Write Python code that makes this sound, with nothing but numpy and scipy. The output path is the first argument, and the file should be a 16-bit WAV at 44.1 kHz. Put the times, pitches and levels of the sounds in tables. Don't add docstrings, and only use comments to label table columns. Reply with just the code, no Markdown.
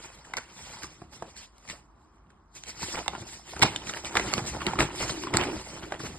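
import sys
import numpy as np
from scipy import signal
from scipy.fft import rfft, irfft, next_fast_len
from scipy.io import wavfile
from scipy.ndimage import uniform_filter1d, map_coordinates

SR = 44100
rng = np.random.default_rng(int(sys.argv[2]) if len(sys.argv) > 2 else 0)


def wav_out(sig):
    wavfile.write(sys.argv[1], SR, np.round(np.clip(np.atleast_2d(sig).T, -1, 1) * 32767).astype(np.int16))


N = 272758


def amp(db):
    return 10 ** (np.asarray(db) / 20)


def unit(x):
    return x / np.sqrt(np.mean(x ** 2) + 1e-20)


def along(points, hz):
    f, v = np.transpose(points)
    return np.interp(np.log(hz + 1), np.log(f + 1), v)


def curves(rows):
    s, *columns = np.transpose(rows)
    return [np.interp(np.arange(N) / SR, s, column) for column in columns]


def wobble(rate):
    knots = rng.standard_normal(int(N * rate / SR) + 4)
    return map_coordinates(knots, [np.arange(N) * rate / SR])


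def filtered(x, response):
    m = next_fast_len(x.shape[-1] + 8192)
    spectrum = rfft(x, m) * response(np.fft.rfftfreq(m, 1 / SR))
    return irfft(spectrum, m)[..., :x.shape[-1]]


def modes(table):
    def response(f):
        total = 0
        for k, (centre, width, db) in enumerate(table):
            damping = 1j * f * width
            total = total + (-1) ** k * amp(db) * damping / (centre ** 2 - f ** 2 + damping)
        return total
    return response


def blurred(x, tail, step):
    out = np.zeros(N + SR)
    for i in range(0, N, step):
        h = tail()
        answer = signal.fftconvolve(x[i:i + step], h / np.linalg.norm(h))
        out[i:][:len(answer)] += answer
    return out[:N]


# (frequency [Hz], relative density [dB])
AIR_SPECTRUM = [(15, -42), (25, -18), (53, 1), (81, -15.5), (240, -13.5), (366, -21.5), (622, -22),
                (665, -18), (1130, -13), (1210, -16), (2690, -42.5), (5000, -48), (6500, -69),
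                (11000, -120)]
AIR_DB = -61.5


def hum():
    air = unit(filtered(rng.standard_normal(N), lambda hz: amp(along(AIR_SPECTRUM, hz))))
    return amp(AIR_DB + 0.38 * wobble(3.0)) * air


def grit(per_s, spread_db, smooth):
    sizes = rng.standard_normal(N) * amp(spread_db * rng.exponential(size=N))
    ticks = (rng.random(N) < per_s / SR) * sizes
    return unit(unit(ticks) + abs(smooth) * rng.standard_normal(N))


def patchy(x, depth_db):
    z = signal.stft(x, nperseg=256)[2]
    field = uniform_filter1d(rng.standard_normal(z.shape), size=6, axis=0)
    field = uniform_filter1d(field, size=10, axis=1)
    return unit(signal.istft(z * amp(depth_db * unit(field)), nperseg=256)[1][:N])


def buckles(per_s, pitch_hz, cycles, spread_db):
    place, pitch, size, sign = rng.random((int(per_s * N / SR), 4)).T[:, :, None]
    hz = pitch_hz * np.exp(2.03 * (pitch - .5))
    k = np.arange(400)
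    turns = hz * k / SR
    level = -60 * turns / (3 * cycles) - spread_db * np.log(size + 0.021)
    dent = np.sin(2 * np.pi * turns) * amp(level) * np.sign(sign - .5)
    where = (place * N).astype(int) + k
    return unit(np.bincount(where.ravel(), dent.ravel(), N + len(k))[:N])


def swells(s, db, hold, rise, fall):
    t = np.arange(0, N, 32)[:, None] / SR
    before = (s - t) * abs(rise)
    after = (t - s - abs(hold)) * abs(fall)
    level = db - np.maximum(np.maximum(before, after), 0)
    return np.interp(np.arange(N) / SR, t[:, 0], np.sqrt(np.sum(amp(level) ** 2, axis=1)))


# (time [s], finger hiss [dB], crinkle [dB], flexing [dB], hollow boom [dB])
HANDLING_LEVELS = [(0, -57, -51, -63, -64), (.15, -62, -55.5, -64, -68), (.225, -69, -61.5, -65, -70),
                   (.28, -59.5, -53, -63, -68), (.5, -60, -58, -64.5, -67), (.7, -55, -48.5, -57, -72),
                   (.8, -58, -54, -58, -66), (.95, -57.5, -62, -61, -62), (1.09, -71, -67, -60, -67),
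                   (1.2, -62, -58, -61, -68), (1.35, -65, -60.5, -64, -71), (1.44, -54, -57.5, -65, -72),
                   (1.49, -73, -71, -78, -79), (1.77, -57, -58, -63, -70), (1.87, -79, -79, -72, -70),
                   (2.37, -83, -74.5, -65.5, -70), (2.53, -83, -92, -74, -72), (2.6, -61, -66, -64, -71),
                   (2.76, -55, -59, -58, -64), (2.9, -45, -48.5, -56, -58), (3.04, -50, -51.5, -57, -55),
                   (3.15, -54.5, -54, -55, -52), (3.25, -65, -56, -56, -58), (3.33, -49, -54, -59.5, -61),
                   (3.44, -57.5, -63, -62.5, -67), (3.58, -48.5, -44, -48, -48),
                   (3.72, -44.5, -41.5, -50, -53), (3.84, -53.5, -49.5, -55, -51.5),
                   (4, -52, -47.5, -58, -55), (4.12, -47, -45, -50, -50.5),
                   (4.25, -43.5, -35.5, -42, -38.5), (4.43, -48, -44, -43.5, -49.5),
                   (4.64, -47, -45, -47, -46), (4.92, -52, -42, -46, -45), (5.12, -45, -41.5, -49, -46.5),
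                   (5.2, -47.5, -48, -52, -38), (5.31, -58, -46, -54, -41), (5.4, -48, -30.5, -39, -33),
                   (5.5, -45.5, -38, -47.5, -34.5), (5.57, -46, -44, -50, -46),
                   (5.65, -46.5, -49.5, -52, -53.5), (5.8, -49.5, -48, -52, -51),
                   (5.98, -58, -51.5, -60, -51.5), (6.1, -52, -50.5, -47, -55),
                   (6.18, -54.5, -55, -51, -58)]
# (time [s], crinkle level [dB], body level [dB], hold [s])
SHEET_TUGS = [(0.046, -49, -58, 0.013), (0.371, -43, -60, 0.014), (0.834, -48, -51.5, .01),
              (1.128, -54.5, -62, 0.024), (1.22, -56, -56, 0.026), (1.684, -48, -53, 0.023),
              (2.554, -59.5, -67, 0.013), (2.674, -48, -62, 0.021), (2.827, -43, -42, .005),
              (2.942, -38.5, -48.5, .012), (2.974, -38, -46.5, 0.017), (3.134, -44, -50, 0.017),
              (3.216, -59, -48, .005), (3.627, -27.5, -31, 0.021), (3.662, -37, -46, 0.019),
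              (3.871, -47.5, -52, .01), (3.895, -40.5, -45.5, .005), (3.937, -42, -59, .01),
              (3.968, -37.5, -58, 0.0071), (4.162, -31, -50, 0.012), (4.376, -36, -37.5, 0.011),
              (4.537, -44, -48, .01), (4.562, -42.5, -46, 0.0065), (4.605, -38, -47, 0.017),
              (4.667, -31, -33, .02), (4.792, -26, -31, 0.024), (4.841, -35.5, -34, 0.012),
              (5.006, -35, -44.5, 0.036), (5.099, -37, -41, .008), (5.27, -39.5, -48, .01),
              (5.336, -31.5, -33, 0.016), (5.599, -45, -55, .015), (5.835, -42.5, -46, .008),
              (5.928, -41, -56, .01), (6.042, -42.5, -40.5, 0.023), (6.091, -50, -42, .01)]
TUG_RISE, TUG_FALL = 1300, 424
# (time [s], level [dB], hold [s], rise [dB/s])
FINGER_STROKES = [(0.036, -47, 0.022, 298), (0.123, -56.5, .07, 300), (0.253, -54.5, .01, 1200),
                  (0.382, -50.5, .03, 600), (.585, -49, 0.21, 250), (0.833, -41, .008, 800),
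                  (1.133, -49.5, 0.024, 700), (1.3, -54, .01, 300), (1.367, -47.5, .015, 1200),
                  (1.413, -49.5, 0.019, 400), (1.66, -61, .01, 400), (1.701, -42, 0.0082, 500),
                  (2.03, -72, .01, 400), (2.145, -77, .01, 400), (2.302, -71, .005, 1500),
                  (2.553, -48.5, .005, 2500), (2.567, -46, 0.0034, 604), (2.686, -40, 0.011, 400),
                  (2.8, -44, .01, 900), (2.829, -36, .008, 400), (2.87, -39.5, 0.058, 400),
                  (2.95, -44.5, 0.049, 400), (3.197, -48.5, 0.018, 200), (3.278, -45.5, 0.024, 700),
                  (3.33, -42, 0.0091, 300), (3.471, -51, .01, 600), (3.507, -45.5, 0.012, 300),
                  (3.644, -40.5, 0.026, 600), (3.868, -45, .01, 600), (3.891, -37.5, 0.0071, 400),
                  (3.958, -42.5, 0.016, 500), (4.059, -39.5, .01, 300), (4.148, -42, 0.15, 1500),
                  (4.332, -38.5, 0.056, 900), (4.475, -36, 0.023, 500), (4.675, -46, 0.017, 900),
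                  (4.793, -35.5, 0.033, 2000), (4.956, -41, 0.049, 700), (5.003, -34, 0.032, 600),
                  (5.102, -35.5, .01, 300), (5.227, -41.5, 0.009, 300), (5.339, -42.5, .11, 1500),
                  (5.995, -45.5, .02, 2500), (6.035, -44.5, .035, 600)]
STROKE_FALL = 350
BOOM_DB, FAN_DB = -2, -8
DRAUGHT_DB, STIR_DB = -5, -67.5


def efforts():
    hiss, crinkle, flex, boom = amp(curves(HANDLING_LEVELS))
    s, crinkle_db, body_db, hold = np.transpose(SHEET_TUGS)
    tug_body = swells(s, body_db, hold, TUG_RISE, TUG_FALL)
    tug_crinkle = swells(s, crinkle_db, hold, TUG_RISE, TUG_FALL)
    strokes = swells(*np.transpose(FINGER_STROKES), STROKE_FALL)
    fanned = np.hypot(amp(DRAUGHT_DB) * flex, amp(FAN_DB) * tug_body)
    return (np.hypot(hiss, strokes),
            np.hypot(crinkle, tug_crinkle),
            np.hypot(flex, tug_body),
            np.hypot(boom, amp(BOOM_DB) * tug_body),
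            amp(STIR_DB) + fanned)


# (frequency [Hz], relative level [dB])
COATING_SPECTRUM = [(300, -46), (1000, -24), (2000, -3.5), (3500, -5), (5000, -1.5), (6500, -2),
                    (9000, -8.5), (11000, -9), (12000, -20.5)]
# (centre [Hz], width [Hz], relative level [dB])
PANEL_MODES = [(515, 220, -8), (907, 145, 3.5), (1396, 170, -0.5), (2140, 960, -6), (3120, 790, -6.5)]
# (centre [Hz], width [Hz], relative level [dB])
SHEET_MODES = [(116, 47, -1.5), (220, 104, -4.5)]
# (centre [Hz], width [Hz], relative level [dB])
HOLLOW_MODES = [(316.6, 53, 1.5), (391, 64, -3)]
# (frequency [Hz], relative level [dB])
PUSH_SPECTRUM = [(20, -24), (35, -12), (55, 15), (80, 10), (120, -5), (200, -44)]


def handling():
    hissing, crinkling, flexing, booming, fanning = efforts()
    jerk = wobble(30)
    rubbing = grit(2500, spread_db=0.9, smooth=1.65)
    slide = patchy(filtered(rubbing, lambda hz: amp(along(COATING_SPECTRUM, hz))), depth_db=2.5)
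    rustle = patchy(filtered(grit(700, spread_db=1.9, smooth=1.2), modes(PANEL_MODES)), depth_db=3.5)
    dents = amp(3.2 * wobble(45)) * buckles(600, pitch_hz=1260, cycles=1.82, spread_db=3.5)
    crinkle = unit(0.75 * rustle + 0.7 * dents)
    flex = unit(filtered(rng.standard_normal(N), modes(SHEET_MODES)))
    boom = unit(filtered(rng.standard_normal(N), modes(HOLLOW_MODES)))
    push = unit(filtered(rng.standard_normal(N), lambda hz: amp(along(PUSH_SPECTRUM, hz))))
    return (hissing * amp(1.0 + 1.1 * jerk) * slide
            + crinkling * amp(0.88 + 0.92 * jerk + 1.3 * wobble(70)) * crinkle
            + flexing * amp(2.4 * wobble(25)) * flex
            + booming * amp(1.75 * wobble(14)) * boom
            + fanning * amp(3.0 * wobble(14)) * push)


SMALL_DB, SMALL_HZ = 8.5, 1200


def small_snaps(count):
    place, strength, pitch, thump = rng.random((count, 4)).T
    s = place * (N - 1) / SR
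    crinkle = efforts()[1]
    db = 20 * np.log10(crinkle[(s * SR).astype(int)]) + SMALL_DB + 8 * (strength - .5)
    return list(zip(s, db, SMALL_HZ * np.exp(1.61 * (pitch - .5)), -25 * thump))


# (time [s], level [dB], nominal panel pitch [Hz], thump relative to the snap [dB])
CREASE_SNAPS = [(.248, -33.5, 1690, -20), (.336, -19, 2070, -24), (.337, -22, 800, -22),
                (.369, -20, 890, -25), (.372, -17, 2100, -25), (.375, -17, 1500, -23),
                (.379, -21, 1900, -25), (.383, -17.5, 1520, -21), (.821, -29, 1530, -28),
                (.833, -23, 1570, -13.5), (.842, -28, 1090, -17), (1.0174, -28, 730, -1.5),
                (1.2225, -15.5, 700, -14), (1.363, -36, 1580, -16), (1.652, -36, 1030, -19),
                (1.676, -34, 2200, -25), (1.688, -25, 2000, -26), (1.699, -23, 1890, -18),
                (1.709, -23.5, 1840, -14), (1.734, -34.5, 603, -8), (2.302, -41, 1480, -12),
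                (2.668, -35, 4240, -24), (2.728, -41, 895, -20), (2.793, -31, 795, -24),
                (2.829, -20.5, 945, -7), (2.945, -24, 1520, -22), (2.955, -24, 2340, -21),
                (2.977, -22.5, 905, -8), (2.999, -25, 680, -12), (3.016, -29, 620, -10),
                (3.061, -23, 900, -20), (3.0804, -12.5, 760, -16), (3.133, -26, 824, -4),
                (3.151, -22.5, 796, -13), (3.179, -28.5, 606, -6), (3.219, -29.5, 580, 0.5),
                (3.394, -37, 700, -20), (3.534, -21.5, 725, -22), (3.564, -21, 1310, -9.5),
                (3.598, -23, 400, -10), (3.606, -26, 450, -12), (3.607, -27, 2100, -25),
                (3.618, -5.5, 1860, -15), (3.623, -1, 2190, -30), (3.627, 2.5, 2100, -22),
                (3.634, -1.5, 2590, -27), (3.632, 1.5, 760, -25), (3.644, -18, 392, -2),
                (3.655, -16, 1500, -15), (3.663, -19, 1000, -10), (3.761, -17, 3660, -12),
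                (3.87, -22, 2360, -23), (3.894, -20, 1340, -18), (3.945, -23, 1520, -24),
                (3.97, -20, 1600, -26), (4.054, -19, 2380, -24), (4.094, -29, 1210, -20),
                (4.123, -27, 1500, -20), (4.154, -10, 1050, -25), (4.16, -15, 1700, -25),
                (4.169, -2, 1590, -23), (4.174, -12, 1300, -20), (4.196, -16, 1910, -29),
                (4.316, -20, 2300, -25), (4.332, -20, 1300, -20), (4.337, -14, 1130, -29),
                (4.379, -12.5, 1100, -5), (4.391, -13.5, 820, -29), (4.443, -26, 450, -6),
                (4.546, -20.5, 844, -4.5), (4.567, -22.5, 564, -7), (4.605, -25, 1300, -16),
                (4.617, -15.5, 1110, -16), (4.667, -13, 1970, -13), (4.674, -17, 1200, -21),
                (4.684, -20, 870, -3), (4.734, -10.5, 755, -27), (4.755, -19, 1150, -2),
                (4.768, -23, 900, -14), (4.789, -7, 1260, -15), (4.796, -6.5, 1220, -21),
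                (4.802, -5.5, 1810, -17), (4.814, -12.5, 470, -17), (4.825, -12, 850, -3),
                (5.004, -18, 560, -30), (5.027, -20, 1000, -17), (5.235, -17.5, 1016, -24),
                (5.27, -18, 1030, -9), (5.308, -26, 800, -10), (5.338, -12.5, 1960, -3),
                (5.344, -11, 406, -4.5), (5.353, -12, 830, -7), (5.385, -18, 700, -8),
                (5.405, -16, 900, -6), (5.452, -17.5, 800, -10), (5.437, -14, 1520, -22),
                (5.486, -21, 401, -15), (5.613, -29, 905, -12), (5.836, -27, 1260, -11),
                (5.921, -13, 618, -29), (5.995, -29, 1800, -13), (6.002, -21.5, 1110, -3),
                (6.033, -27, 470, -9)]
RING_S, RING_S_PER_DB, RING_CYCLES = 0.0092, .00025, 10.5
TICK_DB, TICK_DB_PER_OCTAVE = -10.5, 8.5


def snaps():
    out, t = np.zeros(N + SR), np.arange(SR // 10) / SR
    blow = filtered(np.exp(-t / 0.00067), modes(SHEET_MODES + HOLLOW_MODES))
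    blow = blow / np.max(abs(blow))
    for s, db, hz, thump_db in CREASE_SNAPS + small_snaps(count=110):
        rustle_noise, tick_noise = rng.standard_normal((2, len(t)))
        t60 = np.clip(RING_S - RING_S_PER_DB * db + RING_CYCLES / hz, .003, .3)
        fade = amp(-60 * t / t60) * (1 - np.exp(-t / 0.00097))
        turns = 0.95 * hz * t + 0.9 * (1 - np.exp(-t / .0013))
        ring = np.sin(2 * np.pi * turns)
        panel_mode = modes([(hz, 1.1 * hz, 0)])
        rustle = unit(filtered(rustle_noise, lambda f: panel_mode(f) / (1 + 1j * f / (2.66 * hz)) ** 2))
        panel = 0.45 * rustle + 0.88 * ring
        tick = unit(filtered(tick_noise, lambda f: amp(along(COATING_SPECTRUM, f))))
        tick_gain = amp(TICK_DB + TICK_DB_PER_OCTAVE * np.log2(hz / 1500))
        thump = rng.choice([-1, 1]) * blow * amp(-60 * t / 0.094)
        snap = (panel + tick_gain * tick) * fade + amp(thump_db + 3.5) * thump
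        out[round(s * SR):][:len(t)] += amp(db - 5.5) * snap
    return out[:N]


# (time [s], level [dB], nominal pitch [Hz])
COATING_CRACKS = [(.3374, -24, 2190), (.369, -20, 4900), (.374, -24, 5200), (0.383, -22, 2260),
                  (0.833, -25, 5150), (1.582, -42.5, 9550), (1.6985, -27, 3830), (2.6368, -30, 5750),
                  (2.8287, -32, 4530), (3.0595, -34, 3440), (3.0801, -12.5, 3300), (3.0812, -21, 6430),
                  (3.594, -24.5, 6100), (3.6175, -16, 3500), (3.6231, -6, 2840), (3.628, -8, 4200),
                  (3.632, -5, 3000), (3.6352, -8.5, 3000), (3.7606, -18.5, 3030), (3.8962, -21, 3730),
                  (3.937, -24.5, 2760), (4.047, -23.5, 3330), (4.1536, -15.5, 3430), (4.1703, -9.5, 2310),
                  (4.1966, -18, 2060), (4.3375, -11, 2300), (4.3378, -11, 4100), (4.3797, -17, 3180),
                  (4.6167, -28, 2370), (4.6664, -13.5, 2890), (4.7895, -16, 1980), (4.8063, -9, 1960),
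                  (5.0063, -26, 3460), (5.237, -24.5, 2800), (5.3395, -18, 3140), (5.346, -22, 5000),
                  (5.37, -5, 6930), (5.3703, -13, 4200), (5.4124, -19.5, 2620), (5.4355, -19.5, 2040),
                  (5.9225, -22, 1580), (6.0356, -30, 5430)]
CRACK_S, CRACK_CYCLES = 0.002, 6
CLICK_S, CLICK_DB = .005, -4


def cracks():
    out, t = np.zeros(N + SR), np.arange(SR // 40) / SR
    for s, db, hz in COATING_CRACKS:
        t60 = np.clip(CRACK_S + CRACK_CYCLES / hz, .001, .03)
        turns = hz * (0.9 * t + 0.35 * 0.0007 * (1 - np.exp(-t / 0.0007)))
        body = amp(-60 * t / t60) * np.sin(2 * np.pi * turns)

        def band(f):
            return 1j * f / (0.3 * hz + 1j * f) / (1 + 1j * f / (1.3 * hz)) ** 2

        noise = unit(filtered(rng.standard_normal(len(t)), band))
        click = amp(CLICK_DB - 60 * t / CLICK_S) * noise
        onset = 1 - np.exp(-t / 0.0003)
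        out[round(s * SR):][:len(t)] += amp(db + 5.5) * onset * (body + click)
    reflection = np.pad(out, (60, 0))[:N]
    return out[:N] + amp(-9) * reflection


# (frequency [Hz], t60 [s])
ROOM_T60 = [(100, 0.25), (1000, 0.19), (4000, 0.26), (10000, 0.038)]


def room(x):
    def tail():
        hz, t, z = signal.stft(rng.standard_normal(SR // 2), SR, nperseg=256)
        decay = amp(-60 * t / along(ROOM_T60, hz)[:, None])
        return signal.istft(z * decay, SR, nperseg=256)[1]
    return blurred(np.pad(x, (200, 0))[:N], tail, SR // 4)


# (frequency [Hz], lead of left over right [rad])
PORT_LEAD = [(30, 0), (200, -.1), (520, -.6), (800, -.2), (1900, 0), (2400, 1.6), (2800, 2.3), (3500, 2),
             (3900, .9), (4400, 1.7), (5000, 1.2), (5600, np.pi), (6700, np.pi), (7300, 2 * np.pi),
             (8850, 2 * np.pi), (9500, 3 * np.pi), (11200, 3 * np.pi), (11600, 4 * np.pi)]
# (frequency [Hz], left minus right [dB])
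PORT_LEVEL = [(60, 0), (400, -.5), (700, -2), (1100, 0), (1900, 0), (2900, -2.5), (5000, -1.5), (6000, 0)]


def ports(x, alike):
    t = np.arange(SR // 100) / SR

    def scatter():
        return rng.standard_normal(len(t)) * amp(-60 * t / 0.013)

    def shares(hz):
        turn = np.arccos(np.clip(along(alike, hz), 0, 1)) / 2
        return np.array([np.cos(turn), np.sin(turn)])

    def sides(hz):
        half = amp(along(PORT_LEVEL, hz) / 2) * np.exp(.5j * along(PORT_LEAD, hz))
        return np.array([half, 1 / half])

    scattered = blurred(x, scatter, SR // 50)
    same, apart = filtered(np.array([x, scattered]), shares)
    return filtered(np.array([same + apart, same - apart]), sides)


# (frequency [Hz], coherence [0-1])
PAPER_COHERENCE = [(100, .999), (200, .99), (350, .9), (700, .84), (1200, .92), (1900, .96), (2400, .7),
                   (3500, .55), (4800, .55), (5800, .998), (6500, .99), (7000, .6), (7500, .998),
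                   (8700, .998), (9150, .5), (9700, .998), (11000, .99), (11600, .9)]
# (frequency [Hz], coherence [0-1])
AIR_COHERENCE = [(60, .995), (200, .7), (600, .6), (1900, .85), (3000, .4)]


def scene():
    soft, hard = snaps(), cracks()
    answer = room(amp(-14) * soft + amp(-18) * hard)
    paper = handling() + soft + hard + answer
    return ports(paper, PAPER_COHERENCE) + ports(hum(), AIR_COHERENCE)


# (frequency [Hz], gain [dB]); a deep narrow notch near 11.9 kHz, thin tones just above
TREBLE_SHAPE = [(9300, 0), (10500, -5), (11500, 0.5), (11900, -43), (12300, -19)]
TOP_HZ = 12800


def record(dry):
    rounded = dry / (1 + abs(dry / .9) ** 4) ** (1 / 4)
    return filtered(rounded, lambda hz: amp(along(TREBLE_SHAPE, hz)) * (hz < TOP_HZ))


dry = scene()
out = record(dry)
wav_out(out)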